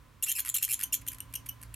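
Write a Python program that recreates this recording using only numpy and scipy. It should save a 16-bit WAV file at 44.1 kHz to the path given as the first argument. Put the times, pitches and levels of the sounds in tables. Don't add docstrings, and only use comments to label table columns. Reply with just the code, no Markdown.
import sys
import numpy as np
from scipy import signal
from scipy.fft import rfft, irfft
from scipy.io import wavfile

SR = 44100
rng = np.random.default_rng(int(sys.argv[2]) if len(sys.argv) > 2 else 0)


def materialize(psi):
    bounded = np.clip(np.atleast_2d(psi).T, -1, 1)
    quanta = np.round(bounded * 32767).astype(np.int16)
    wavfile.write(sys.argv[1], SR, quanta)


N = 77175

# frequency in Hz, relative density in dB.
AIR_SPECTRUM = [(22, -27), (46, -0.5), (90, -2.5), (150, -6), (200, -14), (270, -10.5), (400, -22.5),
                (520, -18.5), (800, -25), (1020, -14), (1200, -19), (2500, -25), (5000, -32.5),
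                (16000, -36)]
# frequency in Hz, left-right correlation.
AIR_CORRELATION = [(120, 0.89), (300, 0.24), (1000, 0.64), (4000, 0.75), (15000, 0.63)]
# frequency in Hz, left minus right in dB.
AIR_BALANCE = [(100, -5.5), (700, 0), (15000, -0.5)]
# time in seconds, gain in dB.
AIR_ENVELOPE = [(0, 1.5), (.6, -2), (.85, 4)]
# frequency in Hz, base level in dB, waver rate in Hz, share of the swell.
HUM_TONES = [(56.3, -60.5, 2.9, 1), (114.6, -60, 3, 1), (268, -69, 23, 1), (1022, -72, 19, 0.033)]
# time in seconds, gain in dB.
HUM_SWELL = [(0, -13.5), (.67, -3.5), (.77, -2), (1.1, 4.5), (1.24, 1.5), (1.36, 2), (1.46, 1), (1.6, 0),
             (1.72, 5)]
# frequency in Hz, T60 in seconds.
RING_T60 = [(500, .29), (3000, 0.17), (7000, 0.17), (14000, 0.09)]
# frequency in Hz, relative gain in dB.
RING_SPECTRUM = [(500, 0), (3000, -1), (4800, 1), (7000, -3), (9500, -4.5), (13000, 1), (16000, -3.5)]
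# delay in seconds, gain in dB.
WALL_ECHOES = [(.0021, -19.5), (.0075, -22)]
# start
# in seconds, length in seconds, relative level in dB.
RASP_EVENTS = [(0.259, 0.018, -39), (0.3807, 0.0152, -32), (0.449, 0.0025, -33.5), (.4572, 0.0052, -34.5),
               (0.4626, 0.0063, -37), (.472, 0.004, -35), (0.48, 0.0047, -33), (0.554, 0.011, -37),
               (0.61, 0.016, -45), (0.678, 0.0041, -38), (0.775, 0.0074, -52), (0.791, .004, -35),
               (0.8003, 0.0046, -36.5), (0.809, 0.0058, -32.5), (0.821, 0.0033, -34), (.829, 0.0052, -32.5),
               (1.012, 0.011, -52), (1.065, 0.0036, -41), (1.116, 0.0048, -39.5), (1.128, 0.0087, -43),
               (1.144, 0.0064, -45.5), (1.184, 0.0019, -43), (1.326, 0.0017, -48.5), (1.337, 0.0063, -35),
               (1.459, .011, -43.5), (1.614, 0.0036, -46.5), (1.627, 0.0022, -41), (1.6335, 0.001, -36.5)]
# frequency in Hz, relative gain in dB.
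RASP_SPECTRUM = [(500, -58), (1100, -11), (1600, -10), (2300, -4), (3800, -14), (6000, -12), (8500, -7),
                 (11700, 1), (14500, -14), (16000, -31)]
# start in seconds, length in seconds, relative level in dB, mid pitch in Hz,
# pitch fall as a natural-log ratio.
CHIRP_EVENTS = [(0.2247, 0.0056, -28, 2890, 0.11), (0.2303, .007, -26, 3500, 0.15),
                (0.2379, 0.0047, -24, 3746, 0.15), (0.244, 0.0047, -28.5, 3640, 0.13),
                (0.271, 0.017, -38.5, 2770, 0.029), (0.2813, 0.012, -32, 2930, 0.25),
                (.29, 0.0035, -38, 2940, 0.11), (0.293, 0.007, -26.5, 3097, 0.17),
                (0.2996, 0.0049, -26.5, 3206, 0.21), (0.306, 0.0062, -32.5, 3160, 0.35),
                (.315, 0.0051, -24.5, 3446, 0.2), (0.3224, 0.0034, -26.5, 3600, .2),
                (0.351, 0.0088, -35.5, 2570, 0.098), (0.359, 0.0082, -32, 2550, 0.11),
                (0.3674, 0.0084, -35, 2534, 0.28), (0.375, 0.0056, -35.5, 2546, .1),
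                (0.3918, 0.0067, -28, 3138, 0.334), (0.401, 0.0052, -26, 3370, 0.12),
                (.489, 0.0043, -26.5, 3520, 0.13), (.497, 0.0034, -24.5, 3825, 0.18),
                (.541, 0.0079, -26, 3260, 0.16), (.5485, 0.0052, -24, 3250, 0.19),
                (0.553, 0.0068, -31, 3270, 0.25), (0.563, 0.0058, -26, 3720, 0.27),
                (0.571, 0.0032, -24, 3780, 0.096), (.581, 0.0065, -32.5, 2760, 0.26),
                (0.593, 0.0082, -52, 2700, 0.066), (0.6246, 0.0075, -24, 3107, 0.34),
                (0.631, 0.011, -29, 3200, 0.2), (.6405, 0.0041, -26, 3180, 0.27),
                (0.648, 0.0041, -24, 3225, 0.22), (0.687, 0.00565, -34, 2410, 0.19),
                (0.693, 0.012, -34.5, 2526, 0.2), (0.704, 0.0062, -35.5, 2615, 0.25),
                (0.7077, 0.0065, -29, 2510, 0.24), (0.7151, 0.0034, -24.5, 3010, 0.26),
                (0.725, 0.0032, -24, 3190, 0.2), (0.7313, 0.0068, -26.5, 3330, 0.32),
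                (0.7396, 0.0042, -23, 3580, 0.15), (0.8348, 0.0034, -22.5, 3225, 0.11),
                (0.8385, 0.0047, -28, 3080, 0.025), (0.924, 0.0062, -28.5, 2846, 0.072),
                (0.929, 0.012, -25.5, 3283, 0.18), (0.9396, 0.0054, -23.5, 3324, 0.3),
                (0.948, 0.0058, -28, 3340, .1), (1.076, 0.0024, -30, 3025, 0.11),
                (1.082, 0.0055, -27, 3416, 0.25), (1.2033, .0035, -31.5, 3053, 0.14),
                (1.352, 0.01, -31, 3045, 0.072), (1.4874, 0.0092, -32, 2953, 0.019),
                (1.74, 0.0049, -38, 2900, 0.27)]
ROUGHNESS_BY_FALL = [(.03, 0.03), (.15, 0.17), (.3, 0.52)]
LARYNX_DB = [-3.5, 3, -1, 0.5, -0.5, 2]
# frequency in Hz, relative gain in dB.
THROAT_RESPONSE = [(400, -71), (850, -39), (1300, -28), (1750, -6), (2700, 0.5), (3100, -3.5), (3600, -8),
                   (4200, 2), (4650, -21.5), (5300, -5.5), (6000, -12.5), (6500, -5), (7200, 2),
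                   (8500, -0.5), (10000, 3), (12400, 4.5), (14000, -0.5), (16000, -21)]


def amp(db):
    return 10 ** (np.asarray(db) / 20)


def unit_rms(x):
    return x / np.sqrt(np.mean(abs(x) ** 2) + 1e-20)


def at_hz(points, hz):
    table_hz, values = np.transpose(points)
    return np.interp(np.log(hz + 1), np.log(table_hz + 1), values)


def envelope(points):
    return amp(np.interp(np.arange(N) / SR, *np.transpose(points)))


def colour(x, spectrum):
    n = x.shape[-1]
    return irfft(rfft(x) * amp(at_hz(spectrum, np.fft.rfftfreq(n, 1 / SR))), n)


def drift(n, rate_hz):
    lowpass = np.exp(-(np.fft.rfftfreq(n, 1 / SR) / rate_hz) ** 2)
    return unit_rms(irfft(rfft(rng.standard_normal(n)) * lowpass, n))


def stereo(a, b, correlation):
    mid, side = a * np.sqrt((1 + correlation) / 2), b * np.sqrt((1 - correlation) / 2)
    return np.array([mid + side, mid - side])


def add(mix, start_s, sound):
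    part = mix[round(start_s * SR):][:len(sound)]
    part += sound[:len(part)]


def air(base_db=-59):
    hz = np.fft.rfftfreq(N, 1 / SR)
    spectrum = stereo(*rfft(rng.standard_normal((2, N))), at_hz(AIR_CORRELATION, hz))
    spectrum *= amp(at_hz(AIR_SPECTRUM, hz) + np.outer([.5, -.5], at_hz(AIR_BALANCE, hz)))
    return amp(base_db) * unit_rms(irfft(spectrum, N)) * envelope(AIR_ENVELOPE)


def machine_hum(waver_depth=0.52, balance_db=-2.5):
    t = np.arange(N) / SR
    tones = np.zeros(N)
    for hz, db, waver_hz, swell_share in HUM_TONES:
        waver = 1 + waver_depth * (drift(N, waver_hz) + 1j * drift(N, waver_hz))
        carrier = np.exp(2j * np.pi * (hz * t + rng.random()))
        tones += amp(db) * envelope(HUM_SWELL) ** swell_share * unit_rms((waver * carrier).real)
    return tones * amp([[balance_db / 2], [-balance_db / 2]])


def enclosure(calls, ring_db=-8.3, rise_s=.0018, right_lag_s=.00015, size=16384):
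    noise = stereo(*rng.standard_normal((2, size)), correlation=.62)
    hz, t, frames = signal.stft(noise, SR, nperseg=256)
    decay = amp(-60 * t / at_hz(RING_T60, hz)[:, None])
    ring = signal.istft(frames * decay, SR, nperseg=256)[1]
    onset = np.minimum(np.arange(size) / SR / rise_s, 1) ** 2
    response = colour(ring, RING_SPECTRUM) * onset
    response *= amp(ring_db) / np.linalg.norm(response[0])
    for delay_s, db in WALL_ECHOES:
        add(response[0], delay_s, amp([db]))
        add(response[1], delay_s + right_lag_s, amp([db]))
    return signal.fftconvolve(calls[None], response, axes=1)[:, :N]


def burst(voice, t, length_s, db, overhang_s=.0013):
    arch = np.sin(np.pi * np.minimum(t / (length_s + overhang_s), 1))
    gate = np.maximum(arch, 0) ** .8
    return amp(db) * np.sqrt(length_s * SR / len(t)) * unit_rms(voice * gate)


def rasp(length_s, db, size=1024):
    noise = colour(rng.standard_normal(size), RASP_SPECTRUM)
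    return burst(noise, np.arange(size) / SR, length_s, db)


def glide_phase(t, length_s, mid_hz, fall, jitter=0.033, jitter_hz=610):
    pitch_hz = mid_hz * np.exp(fall * (.5 - np.minimum(t / length_s, 1)))
    pitch_hz *= 1 + jitter * drift(len(t), jitter_hz)
    return 2 * np.pi * np.cumsum(pitch_hz) / SR


def larynx(phase, mid_hz, db, roughness, flutter_db=3.8, flutter_hz=550, half_pitch_db=-7.5):
    tone = np.zeros(len(phase))
    for k, harmonic_db in enumerate(LARYNX_DB, 1):
        offset_db = flutter_db * drift(len(phase), flutter_hz)
        if k == 1:
            offset_db = offset_db / 2 + 0.77 * (-28 - db)
        partial = np.sin(k * phase + 2 * np.pi * rng.random())
        if k * mid_hz < SR / 2:
            tone += amp(harmonic_db + offset_db) * partial
    return tone * (1 + 2 * roughness * amp(half_pitch_db) * np.cos(phase / 2))


def chirp(length_s, db, mid_hz, fall, size=1024):
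    t = np.arange(size) / SR
    roughness = np.interp(fall, *np.transpose(ROUGHNESS_BY_FALL))
    phase = glide_phase(t, length_s, mid_hz, fall)
    tone = colour(larynx(phase, mid_hz, db, roughness), THROAT_RESPONSE)
    tone /= np.sqrt(np.mean(tone[t < length_s] ** 2))
    noise = unit_rms(colour(rng.standard_normal(size), THROAT_RESPONSE))
    voice = np.sqrt(1 - roughness ** 2) * tone + roughness * noise
    return burst(voice, t, length_s, db)


def bats(gain_db=-1.24):
    calls = np.zeros(N)
    for start_s, length_s, db, mid_hz, fall in CHIRP_EVENTS:
        add(calls, start_s, chirp(length_s, db, mid_hz, fall))
    for start_s, length_s, db in RASP_EVENTS:
        add(calls, start_s, rasp(length_s, db))
    return amp(gain_db) * calls


def scene():
    calls = bats()
    return calls + enclosure(calls) + air() + machine_hum()


def record(dry):
    lowpass = signal.firwin(401, 16100, window=("kaiser", 8), fs=SR)
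    return signal.oaconvolve(dry, lowpass[None], "same")


dry = scene()
out = record(dry)
materialize(out)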